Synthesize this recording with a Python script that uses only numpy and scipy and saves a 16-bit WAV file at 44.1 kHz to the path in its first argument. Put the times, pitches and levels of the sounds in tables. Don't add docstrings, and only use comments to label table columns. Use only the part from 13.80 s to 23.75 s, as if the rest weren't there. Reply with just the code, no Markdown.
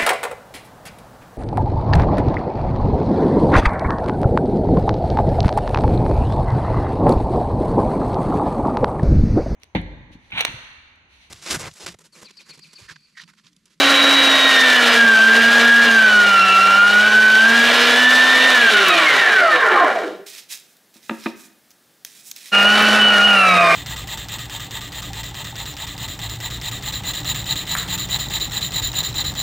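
import sys
import numpy as np
from scipy import signal
from scipy.io import wavfile
from scipy.ndimage import uniform_filter1d, minimum_filter1d

SR = 44100
rng = np.random.default_rng(int(sys.argv[2]) if len(sys.argv) > 2 else 0)


def log_audio(samples):
    frames = np.atleast_2d(samples).T
    limited = np.clip(frames, -1, 1)
    pcm = np.round(limited * 32767).astype(np.int16)
    wavfile.write(sys.argv[1], SR, pcm)


N = 438794
TIME = np.arange(N) / SR
PINION_TEETH, WHEEL_TEETH = 7, 54
OFF_S, STOP_S, RESTART_S = 4.72, 6.45, 8.716

# [t/s, turns per second]
FIRST_SPEED = [(0.0, 278.3), (0.368, 276.6), (0.532, 271.3), (0.66, 269.7), (0.85, 257.1), (1.05, 239.6),
               (1.16, 236.8), (1.36, 221.3), (1.74, 234.7), (2.05, 234.7), (2.34, 209.2), (2.47, 202.7),
               (2.51, 198.6), (2.69, 192.0), (2.92, 197.3), (3.34, 215.1), (3.55, 217.1), (3.73, 232.1),
               (3.92, 239.0), (3.94, 242.6), (4.12, 243.2), (4.23, 250.1), (4.65, 258.9), (4.72, 257.2)]
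# [t/s, amount of play]
GEAR_PLAY = [(0.0, 4.5), (0.9, 1.5), (1.14, 3), (1.23, -1), (1.83, 1.5), (1.92, -1.5), (2.07, 2),
             (2.1, -0.4), (2.91, -0.5), (3.03, -2.5), (3.12, -0.5), (3.6, -1), (4.02, 3.5), (4.26, 0.4),
             (4.72, 2.5), (4.75, -0.1), (5.35, 1.8), (5.44, 0.8), (5.59, 1), (5.65, -2.5), (5.74, 2.5),
             (5.8, -0.2), (6.01, 3.5), (6.35, 5.3), (8.75, 1.2), (8.93, -0.5), (8.96, 3), (9.62, -0.5),
             (9.9, 0.9)]
# [f/Hz, level/dB]
HOUSING = [(40, -29), (130, -31.5), (220, -16), (330, -14), (450, -14.5), (900, -7.5), (1400, -1),
           (1900, 7.5), (2150, -1.5), (3000, 3.5), (4000, -4), (5000, -10.5), (9000, -22), (15500, -32)]
# [f/Hz, width/Hz, lift/dB]
HOUSING_MODES = [(439, 40, 5.5), (599, 390, 10), (1053, 9.2, 12), (1287, 20, -2), (1392, 80, 9),
                 (1568, 110, 4.5), (1785, 110, -0.5), (2313, 150, 9.5), (2556, 40, -10.5), (2900, 60, 3.5),
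                 (3796, 170, 3), (5700, 220, 0.5)]


def grinder(rattle_db=-1.0, mains_db=-55, mains_db_per_sag=0.1456):
    speed = shaft_speed()
    turns = np.cumsum(speed * (1 + .001 * wander(25))) / SR
    tones = main_tones(turns, speed) + overtones(turns)
    out = band_filter(tones, 160, "highpass")
    out += gain_of(rattle_db) * rattle(turns, speed)

    powered = (TIME < OFF_S) | (TIME > RESTART_S)
    sag = np.mean([turn_rate for _, turn_rate in FIRST_SPEED]) - speed
    hum = np.sqrt(2) * np.sin(2 * np.pi * 100 * TIME)
    out += powered * gain_of(mains_db + mains_db_per_sag * sag) * hum

    first_run = np.clip((STOP_S + 0.13 - TIME) / 0.1, 0, 1)
    second_run = np.clip((TIME - RESTART_S) / 0.03, 0, 1)
    return out * (first_run + second_run)


def shaft_speed():
    # [t/s, turns per second]
    second_speed = [(8.72, 201.2), (8.81, 200.9), (8.96, 212.0), (9.17, 213.1), (9.41, 202.8),
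                    (9.47, 206.8), (9.74, 180.3), (9.94, 169.9)]
    friction = 98
    drag = 0.43
    driven, = curves(FIRST_SPEED + second_speed)
    speed_at_off = FIRST_SPEED[-1][1]
    coast = (speed_at_off + friction / drag) * np.exp(-drag * (TIME - OFF_S)) - friction / drag
    coasting = (TIME > OFF_S) & (TIME < RESTART_S)
    return np.where(coasting, np.maximum(coast, 1), driven)


def by_state(coasting, second_run):
    return np.where(TIME < RESTART_S, coasting * np.clip((TIME - OFF_S) / .1, 0, 1), second_run)


def main_tones(turns, speed, slack_shake=0.12, slack_drift=.35, knee=32):
    main_orders = [1, 3, 15 * PINION_TEETH / WHEEL_TEETH, 30 * PINION_TEETH / WHEEL_TEETH, PINION_TEETH, 2 *
                   PINION_TEETH, 3 * PINION_TEETH]
    # [relative level/dB, change per unit of play/dB, added when coasting/dB,
    # added in the second run/dB, fast shake 0-1, slow drift 0-1]
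    tone_settings = [(15, 0.34, -8, 6.5, .044, .12), (-17.5, -1, 5.5, 13.5, .2, 0.3),
                     (-11.5, 4, 3.5, -7.5, 0.02, .4), (-5, -0.4, -3, 6, .077, .2),
                     (2.86, -1.5, -4, -0.5, 0.12, 0.14), (0, 0.53, -0.5, 2, 0.14, .1),
                     (-6.5, 2, -5.5, -1.5, .2, 0.3)]
    # [f/Hz, level/dB]
    tone_response = [(150, -50.5), (200, -46), (262, -44.5), (325, -24.5), (550, -32.5), (900, -33),
                     (1200, -17.5), (1400, -16.5), (1800, -12), (2700, -27.5), (3300, -30.5), (3900, -25.5),
                     (6000, -39)]
    # [f/Hz, width/Hz, lift/dB]
    tone_modes = [(230.7, 12, 8), (282, 16, 2), (432, 58, 9), (684, 92, 15.5), (946, 60, -0.5),
                  (1150, 32, -7), (1420, 110, 1.5), (1635, 130, 2), (1682, 42, -9.5), (1944, 70, -16),
                  (2120, 130, 6), (2700, 140, 11.5), (3640, 72, 6), (3820, 210, 11.5)]
    play, = curves(GEAR_PLAY)
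    slack = by_state(1, 0)
    out = np.zeros(N)
    for order, settings in zip(main_orders, tone_settings):
        db, per_play, coast_db, second_db, shake, drift = settings
        level_db = db + response_db(tone_response, tone_modes, order * speed)
        level_db = level_db + per_play * play + by_state(coast_db, second_db)
        out += gain_of(level_db) * tone(turns, order, shake + slack_shake * slack, drift + slack_drift * slack)
    return out / (1 + (knee / speed) ** 2)


def tone(turns, order, shake=.17, drift=.12):
    height = 1 + shake * wander(90) + drift * wander(14)
    timing = shake * wander(90) + drift * wander(14)
    return evened(height * np.cos(2 * np.pi * order * turns + timing))


def overtones(turns, weak_db=-2.0, twist=0.0024, quiver=0.0054, chatter_top_hz=1900,
              growl_db=8.5, growl_hz=(300, 470)):
    weak_orders = [5, 6, 6.481, 7.519, 8.97, 10.89, 11.52, 12, 12.45, 14.13, 15, 15.94, 28, 35, 48]
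    first_run_db = [-32.5, -32.5, -40, -31, -38, -35.5, -37.5, -30, -37, -32.5, -30.5, -36.5, -28, -30,
                    -24.5]
    second_run_db = [-39, -25.5, -22, -33, -32, -35.5, -35, -32, -21, -18, -41, -55, -30, -41, -20]
    twisted = turns + twist * wander(45) + quiver * wander(250)
    out = np.zeros(N)
    for order, first_db, second_db in zip(weak_orders, first_run_db, second_run_db):
        level = gain_of(weak_db + np.where(TIME > RESTART_S, second_db, first_db))
        height = 1 + .5 * wander(12)
        out += level * evened(height * np.cos(2 * np.pi * order * twisted + 0.1 * wander(22)))
    fade = np.clip((STOP_S - TIME) / (STOP_S - OFF_S), 0, 1)
    out *= fade + (TIME > RESTART_S)
    out += chatter(twisted, chatter_top_hz, growl_db, growl_hz)
    return colour(ringing(out), HOUSING, HOUSING_MODES)


def chatter(twisted, top_hz, growl_db, growl_hz):
    # [t/s, relative level/dB]
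    chatter_level = [(4.7, -66.5), (5.1, -24), (5.5, -30), (5.8, -21), (6.02, -17.5), (6.13, -25.5),
                     (6.25, -27), (6.4, -29.5), (6.45, -65)]
    chatter_orders = [1.8, 6, 9, 12, 14.26, 15.9, 17.9, 21, 24.6, 27.8, 35]
    partial_db = [-4.5, -2.5, -8.5, -9.5, -2, -16, -14.5, -0.5, -13, -5, -12.5]
    partials = sum(gain_of(db) * tone(twisted, order, shake=0.38, drift=0.6)
                   for order, db in zip(chatter_orders, partial_db))
    growling = partials + gain_of(growl_db) * band_filter(partials, growl_hz)
    return band_filter(growling, top_hz, "lowpass") * gain_of(curves(chatter_level)[0])


def ringing(x, t60=0.083, size=4096):
    response = rng.standard_normal(size) * gain_of(-60 * np.arange(size) / SR / t60)
    return signal.oaconvolve(x, response / np.linalg.norm(response))[:N]


def rattle(turns, speed, worn=1.0, uneven=0.32, brush_share=1.0, flutter_db=0.77, band_flutter_db=1.24):
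    # [lower edge f/Hz, upper edge f/Hz]
    bands = [(150, 1000), (1000, 2300), (2300, 4500), (4500, 15000)]
    teeth = np.floor(turns * PINION_TEETH).astype(int)
    at = np.flatnonzero(np.diff(teeth)) + 1
    error = evened(rng.standard_normal(WHEEL_TEETH))[teeth[at] % WHEEL_TEETH]
    play, force = rng.standard_normal((20000, 2))[teeth[at]].T
    blows = np.zeros(N)
    blows[at] = (worn * error + play) * np.exp(uneven * np.minimum(force, 2)) / np.sqrt(speed[at] + 100)
    drive = evened(blows) + brush_share * rng.standard_normal(N)
    body = colour(drive * gain_of(flutter_db * wander(40)), HOUSING, HOUSING_MODES)

    parts = [band_filter(body, bands[0][1], "lowpass")]
    parts += [band_filter(body, edges) for edges in bands[1:]]
    return sum(evened(part) * gain_of(db + band_flutter_db * wander(20))
               for part, db in zip(parts, rattle_levels(speed)))


def rattle_levels(speed):
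    # [relative level at high speed/dB, knee/turns per second, steepness
    # below the knee, change per unit of play/dB, added when coasting/dB, added in the second run/dB]
    rattle_law = [(-26, 35, 2.5, 1.56, -1, 2.5), (-22, 37.4, 4.3, 2, 3.5, -0.5), (-21, 164, 2, 2, 4.5, -5),
                  (-23.5, 269, 1.37, 1.18, 1.5, -1)]
    play, = curves(GEAR_PLAY)
    levels = []
    for db, knee, steep, per_play, coast_db, second_db in rattle_law:
        slow_loss_db = steep * 10 * np.log10(1 + (knee / speed) ** 2)
        levels.append(db - slow_loss_db + per_play * play + by_state(coast_db, second_db))
    return levels


def knocks(push_s=0.0013, low_cut_hz=175):
    # [t/s, thud relative level/dB, clack relative level/dB,
    # time for the clack to fall by 60 dB/s]
    table_blows = [(7.157, -44, -48, .03), (7.2951, -24, -11.5, 0.019), (7.308, -17, -24, 0.06),
                   (7.4594, -15.5, -15, 0.062), (7.466, -40, -18.5, 0.022)]
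    # [f/Hz, relative level/dB, time to fall by 60 dB/s]
    table_modes = [(226, 1, 0.17), (260, 3, 0.072), (327, -3, 0.17), (550, -14, 0.2), (700, -19, 0.24),
                   (924, -13, 0.17), (1210, -16, 0.16), (1810, -19, 0.16), (2460, -19, 0.066)]
    # [f/Hz, level/dB]
    clack_colour = [(80, -8), (170, -10), (300, 5.5), (1800, 1), (2150, -4.5), (2550, 5.5), (3000, -12),
                    (4000, -9), (5000, -35), (15000, -37)]
    out = np.zeros(N)
    t = np.arange(SR // 2) / SR
    ring = sum(gain_of(db - 60 * t / t60) * np.sin(2 * np.pi * hz * t) for hz, db, t60 in table_modes)
    soft_start = 1 - np.exp(-t / push_s)
    ring = band_filter(ring * soft_start, low_cut_hz, "highpass")
    for s, thud_db, clack_db, clack_t60 in table_blows:
        mix_in(out, s, gain_of(thud_db) * ring / abs(ring).max())
        mix_in(out, s, gain_of(clack_db) * burst(clack_t60, clack_colour))
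    return out


def clicks():
    # [t/s, relative level/dB, time to fall by 60 dB/s]
    contacts = [(5.084, -9, .02), (6.466, -34, .04), (6.774, -29, .012), (6.9685, -40, 0.019),
                (7.141, -39, .025), (7.906, -34.5, 0.038), (7.914, -38.5, 0.029), (8.249, -14.5, 0.015),
                (8.5137, -15, 0.021), (8.516, -21, 0.0027), (8.563, -22.5, 0.02), (8.807, -18, .015),
                (8.829, -15, 0.014), (8.989, -16, .015), (9.024, -3, 0.0099)]
    # [f/Hz, level/dB]
    click_colour = [(150, -12.5), (700, -13), (1800, -4.5), (3500, 1.5), (6500, 3.5), (9000, -8),
                    (15000, 0)]
    out = np.zeros(N)
    for s, db, t60 in contacts:
        mix_in(out, s, gain_of(db) * burst(t60, click_colour))
    return out


def burst(t60, points):
    t = np.arange(SR // 4) / SR
    x = colour(rng.standard_normal(len(t)) * gain_of(-60 * t / t60), points)
    return x / abs(x).max()


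def rustle(grain_db=1.5, uneven_db=1.1, crisp_db=-1.5, split_hz=6000, t60=0.21):
    # [t/s, rise/s, length/s, relative level/dB, relative treble level/dB]
    strokes = [(6.46, 0.0054, 0.045, -43.5, 2), (6.513, 0.055, 0.079, -41.5, 0.5),
               (6.685, 0.038, 0.049, -36, 3.5), (6.782, .02, 0.15, -73, 14), (7.133, .02, 0.035, -54, 1.5),
               (7.215, .03, 0.19, -53.5, 2), (7.39, .05, 0.095, -44, -4.5), (7.553, 0.029, 0.097, -55.5, 8),
               (8.25, .015, 0.16, -52.5, 4.5), (8.424, 0.058, 0.06, -49.5, 11.5),
               (8.551, 0.014, 0.14, -45.5, 1.5)]
    # [f/Hz, level/dB]
    cloth_colour = [(200, -27), (1200, -7), (1900, 4.5), (2600, 3), (4000, 6), (6000, 4.5), (9000, 0.5),
                    (15000, -4.5)]
    # [f/Hz, width/Hz, lift/dB]
    cloth_modes = [(2480, 270, 6.5), (3380, 300, 3.5), (3870, 230, 5.5), (5300, 430, 3.5)]
    grain = gain_of(grain_db * wander(250) + uneven_db * wander(25))
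    hiss = colour(rng.standard_normal(N) * grain, cloth_colour, cloth_modes)
    soft = evened(band_filter(hiss, split_hz, "lowpass"))
    crisp = evened(band_filter(hiss, split_hz, "highpass"))
    out = np.zeros(N)
    for s, rise, length, db, treble_db in strokes:
        swell = np.clip((TIME - s) / rise, 0, 1)
        fade = gain_of(db - 60 * np.maximum(TIME - s - length, 0) / t60)
        out += swell * fade * (soft + gain_of(treble_db + crisp_db) * crisp)
    return out


def bowl_bounce(x, side_db=-21):
    bounce = np.pad(band_filter(x, (2500, 8000)), (SR // 800, 0))[:N]
    return gain_of(side_db) * np.array([bounce, -bounce])


def kitchen(x, side_db=-9):
    # [f/Hz, time to fall by 60 dB/s]
    echo_times = [(150, 0.62), (500, 0.51), (2500, 0.66), (8000, .28), (15000, 0.054)]
    taps = rng.choice([-1., 1.], (2, SR // 2)) * (rng.random((2, SR // 2)) < .06)
    taps[:, :SR // 200] = 0
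    hz, t, z = signal.stft(taps, SR, nperseg=256)
    fade = gain_of(-60 * t / read_spectrum(echo_times, hz)[:, None])
    tails = signal.istft(z * fade, SR, nperseg=256)[1]
    mid, side = signal.oaconvolve(x[None], tails / np.linalg.norm(tails[0]), axes=1)[:, :N]
    return np.array([mid + gain_of(side_db) * side, mid - gain_of(side_db) * side])


def room_floor(level_db=-57.5):
    # [f/Hz, level/dB]
    floor_colour = [(30, -19.5), (80, -16), (160, -4.5), (280, -3.5), (500, -9), (700, -9), (1000, -14.5),
                    (1700, -10), (2400, -16), (3500, -14), (8000, -17), (15000, -17.5)]
    return gain_of(level_db) * evened(colour(rng.standard_normal(N), floor_colour))


def gain_of(db):
    return 10 ** (np.asarray(db) / 20)


def evened(x):
    return x / np.sqrt(np.mean(x ** 2) + 1e-20)


def wander(rate_hz):
    knots = signal.resample_poly(rng.standard_normal(6000), 8, 1)
    return evened(np.interp(TIME * rate_hz * 16, np.arange(len(knots)), knots))


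def curves(rows):
    s, *columns = np.transpose(rows)
    return [np.interp(TIME, s, column) for column in columns]


def read_spectrum(points, hz):
    f, value = np.transpose(points)
    return np.interp(np.log(hz + 1), np.log(f), value)


def response_db(points, modes, hz):
    peaks = sum(lift / (1 + (2 * (hz - f) / width) ** 2) for f, width, lift in modes)
    return read_spectrum(points, hz) + peaks


def colour(x, points, modes=(), size=4096):
    hz = abs(np.fft.fftfreq(size, 1 / SR))
    log_gain = np.log(gain_of(response_db(points, modes, hz)))
    response = np.fft.ifft(np.exp(signal.hilbert(log_gain).conj())).real
    return signal.oaconvolve(x, response[:size // 2])[:len(x)]


def band_filter(x, edge_hz, kind="bandpass"):
    return signal.sosfilt(signal.butter(5, edge_hz, kind, fs=SR, output="sos"), x)


def mix_in(mix, s, sound):
    part = mix[round(s * SR):][:len(sound)]
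    part += sound[:len(part)]


def scene():
    motor, handling, cloth = grinder(), knocks() + clicks(), rustle()
    direct = (motor + handling) * gain_of([[-.4], [.4]]) + cloth * gain_of([[-2.5], [2]])
    direct += bowl_bounce(motor + handling)
    echoes = kitchen(gain_of(-16.5) * motor + gain_of(-15) * handling + gain_of(-14.5) * cloth)
    return direct + echoes + room_floor()


def record(dry, ceiling=0.73, low_cut_hz=75, top_hz=15700):
    dry = signal.sosfilt(signal.butter(1, low_cut_hz, "highpass", fs=SR, output="sos"), dry)
    headroom = np.minimum(1, ceiling / (abs(dry).max(0) + 1e-9))
    held = dry * uniform_filter1d(minimum_filter1d(headroom, size=180), size=180)
    treble_cut = signal.firwin(511, top_hz, window=("kaiser", 9), fs=SR)
    return signal.oaconvolve(held, treble_cut[None], "same")


dry = scene()
out = record(dry)
log_audio(out)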